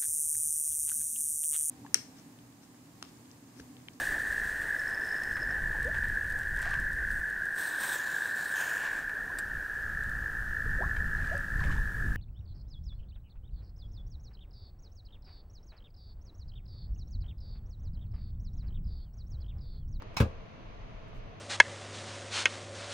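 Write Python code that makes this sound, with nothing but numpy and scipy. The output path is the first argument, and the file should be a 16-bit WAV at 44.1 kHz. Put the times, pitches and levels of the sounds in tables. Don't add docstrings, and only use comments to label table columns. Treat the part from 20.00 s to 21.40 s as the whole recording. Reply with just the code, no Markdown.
import sys
import numpy as np
from scipy import signal
from scipy.fft import rfft, irfft
from scipy.io import wavfile

SR = 44100
rng = np.random.default_rng(int(sys.argv[2]) if len(sys.argv) > 2 else 0)


def pcm_store(signal):
    levels = np.round(np.clip(np.atleast_2d(signal), -1, 1) * 32767)
    wavfile.write(sys.argv[1], SR, levels.astype(np.int16).T)


N = 61739
TIME = np.arange(N) / SR
FREQUENCIES = np.arange(N // 2 + 1) * SR / N

# (frequency [Hz], correlation [1 = the same])
EAR_LIKENESS = [(60, 0.82), (180, 0.31), (350, 0.83), (700, 0.27), (1500, 0.13), (5000, 0.22),
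                (15000, 0.46)]
# (frequency [Hz], level [dB])
HUM_TONE = [(35, -38), (60, -16.5), (76, -2.5), (98, -2.5), (124, -4), (164, -10), (189, -7), (217, -12),
            (244, -10.5), (294, -16.5), (323, -13), (389, -19), (417, -10), (515, -15.5), (666, -9.5),
            (785, -19), (1060, -16.5), (1510, -23), (2650, -24.5), (3500, -30.5), (4420, -34.5),
            (5460, -41.5), (6140, -38), (7400, -57.5), (16000, -68)]
# (frequency [Hz], level [dB])
ECHO_TONE = [(60, -22), (200, -12.5), (1000, 7), (5000, 0), (9000, 1.5), (15000, -4)]
# (frequency [Hz], level [dB])
RUMBLE_TONE = [(15, -5), (29, -2), (45, -4.5), (70, -32), (115, -9.5), (200, -30), (600, -80)]
# (time [s], level [dB])
RUMBLE_LEVELS = [(0, -60), (0.08, -45.5), (0.43, -47.5), (0.52, -68.5), (0.62, -49.5), (0.78, -47.5),
                 (1.1, -48), (1.18, -42), (1.25, -43), (1.35, -55)]
# (time [s], level [dB])
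TICK_HITS = [(0.0215, 2), (0.143, -15)]
# (frequency [Hz], level [dB])
TICK_TONE = [(300, 2.5), (700, 12), (1100, 6.5), (1600, 1.5), (2500, -30), (5000, -9.5), (8000, -28),
             (15000, -35)]
# (time [s], length [s], level [dB])
BRUSH_STROKES = [(0.141, 0.0093, -69), (1.072, 0.027, -80), (1.129, .08, -77.5)]
# (frequency [Hz], level [dB])
BRUSH_TONE = [(1000, -7.5), (6000, 4), (11000, -5.5), (15500, -3)]
# (time [s], level [dB])
LATCH_HITS = [(0.1668, -6.5), (0.1696, 0.5), (0.1752, -13), (0.1825, -7)]
# (frequency [Hz], level [dB], fade time [s])
LATCH_NOTES = [(863, -37, 0.1), (932, -36, 0.068), (1049, -39, 0.076), (1340, -34, 0.035),
               (2210, -38.5, 0.16), (2320, -39.5, 0.21), (2550, -34, 0.11), (2700, -42, .06),
               (4027, -34, 0.045), (4020, -40.5, 0.016), (5080, -38, 0.029), (5242, -37, 0.059)]
# (frequency [Hz], level [dB])
LATCH_TONE = [(120, 2.5), (220, 7), (400, -20), (700, 4.5), (900, 6), (1300, 4), (1850, -1.5), (2200, 1.5),
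              (2600, -4), (3100, -2), (3600, -5.5), (4000, 4.5), (4600, -6.5), (5300, -6), (6200, -4),
              (8000, -12.5), (12500, -19.5), (15500, -16)]
# (frequency [Hz], level [dB], fade time [s])
CASE_NOTES = [(33.6, -37, 0.28), (77.5, -16, .21), (108.9, -12.5, 0.13), (124.5, -29, 0.11),
              (163.5, -18, 0.074), (213, -18, 0.14), (249, -23.5, 0.147), (314, -28.5, .19),
              (429, -25.5, .17), (456, -27, 0.34), (493, -13, 0.056), (538, -23, 0.21)]
# (time [s], level [dB])
DOOR_HITS = [(0.2018, 1), (0.2055, 0), (0.2082, -0.5), (0.2135, -13), (0.2215, -29.5)]
# (frequency [Hz], level [dB])
DOOR_TONE = [(100, -21), (280, 5.5), (380, -3.5), (520, 2.5), (700, -6.5), (900, -2), (1550, 1),
             (1850, -11.5), (2500, -6), (3500, -15.5), (6000, -22.5), (8000, -28.5), (12500, -27.5),
             (15500, -29)]
# (frequency [Hz], fade time [s])
DOOR_FADES = [(100, 0.12), (500, 0.22), (1500, 0.062), (5000, 0.12), (15000, 0.061)]
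# (frequency [Hz], level [dB], fade time [s])
PANEL_NOTES = [(351.4, -44.5, 0.18), (576.4, -44.5, 0.17), (799, -48.5, .15), (890, -36, 0.095),
               (1035, -50, 0.17), (1216, -50, 0.089), (1410, -47.5, 0.11), (1660, -43.5, 0.15)]

CUTOFF_HZ = 15850


def from_db(db):
    return 10 ** (np.asarray(db) / 20)


def curve(points):
    hz, values = np.transpose(points)
    return np.interp(np.log(np.maximum(FREQUENCIES, 1)), np.log(hz), values)


def noise(tone):
    alike = curve(EAR_LIKENESS)
    shared, opposite = rfft(rng.standard_normal((2, N)))
    ears = np.sqrt(1 + alike) * shared + np.sqrt(1 - alike) * opposite * [[1], [-1]]
    gain = from_db(curve(tone)) * (FREQUENCIES > 10) * (FREQUENCIES < CUTOFF_HZ)
    sound = irfft(gain * ears, N)
    return sound / sound.std()


def fading(hits, fade_s):
    energy = sum((TIME >= start) * from_db(db - 60 * np.abs(TIME - start) / fade_s) ** 2
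                 for start, db in hits)
    return np.sqrt(energy)


def ring(start, hz, fade_s):
    age = np.maximum(TIME - start, 0)
    return np.sin(2 * np.pi * hz * age) * np.exp(-np.log(1000) * age / fade_s)


def struck(hits, notes, max_lag_s=0.00021, spread_db=1.2):
    sound = 0
    for start, hit_db in hits:
        for k, (hz, note_db, fade_s) in enumerate(notes):
            lag = max_lag_s * rng.random((2, 1))
            strength = from_db(hit_db + note_db + spread_db * rng.standard_normal((2, 1)))
            direction = (-1) ** k
            sound = sound + direction * strength * ring(start + lag, hz, fade_s)
    return sound


def pan(left_db):
    return from_db(np.array([[left_db], [-left_db]]) / 2)


def room_hum(level_db=-49.5, lag_s=0.00043):
    left, right = from_db(level_db) * noise(HUM_TONE)
    return np.array([np.roll(left, round(lag_s * SR)), right])


def kitchen_echo(sound, level_db=-18.5, delay_s=0.008):
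    tail = noise(ECHO_TONE) * fading([(delay_s, 0)], fade_s=0.23)
    tail = tail / np.sqrt(np.sum(tail ** 2) / 2)
    return from_db(level_db) * signal.fftconvolve(sound, tail, axes=1)[:, :N]


def handling(tick_db=-40):
    ticks = from_db(tick_db) * fading(TICK_HITS, fade_s=0.034) * noise(TICK_TONE)
    rumble_db = np.interp(TIME, *np.transpose(RUMBLE_LEVELS))
    rumble = from_db(rumble_db) * noise(RUMBLE_TONE)
    strokes = sum(from_db(db) * np.sin(np.pi * np.clip((TIME - start) / length, 0, 1))
                  for start, length, db in BRUSH_STROKES)
    return ticks + strokes * noise(BRUSH_TONE) + rumble


def latch(clatter_db=-35.5, crack_above_clatter_db=7.5):
    clatter = fading(LATCH_HITS, fade_s=0.15)
    crack = from_db(crack_above_clatter_db) * fading(LATCH_HITS, fade_s=0.0091)
    clicks = from_db(clatter_db) * np.hypot(clatter, crack) * noise(LATCH_TONE)
    return (clicks + struck(LATCH_HITS, LATCH_NOTES)) * pan(left_db=-1.8)


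def case_boom(start=0.2048, push_s=0.0029, dent_s=0.0054, dent_lead_s=0.0006, gain_db=0.5):
    notes = sum(from_db(db) * ring(start, hz, fade_s) for hz, db, fade_s in CASE_NOTES)
    push = np.sin(np.pi * np.minimum(TIME / push_s, 1)) ** 2
    boom = signal.fftconvolve(notes, push / push.sum())[:N]
    dent_progress = np.clip((TIME - start + dent_lead_s) / dent_s, 0, 1)
    dent = from_db(-8) * np.sin(np.pi * dent_progress) ** 2
    return from_db(gain_db) * (boom - dent) * pan(left_db=1.3)


def door(ringing_db=-28):
    spectrum = rfft(noise(DOOR_TONE))
    centres_hz, fades_s = np.transpose(DOOR_FADES)
    ringing = 0
    for share, fade_s in zip(np.eye(len(centres_hz)), fades_s):
        band = irfft(spectrum * curve(np.c_[centres_hz, share]), N)
        ringing = ringing + band * fading(DOOR_HITS, fade_s)
    return from_db(ringing_db) * ringing + struck(DOOR_HITS, PANEL_NOTES)


def scene():
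    oven = latch() + door() + case_boom()
    return oven + kitchen_echo(oven) + handling() + room_hum()


def record(dry):
    low_pass = signal.firwin(401, CUTOFF_HZ, fs=SR)
    return signal.fftconvolve(dry, low_pass[None], "same", axes=1)


dry = scene()
out = record(dry)
pcm_store(out)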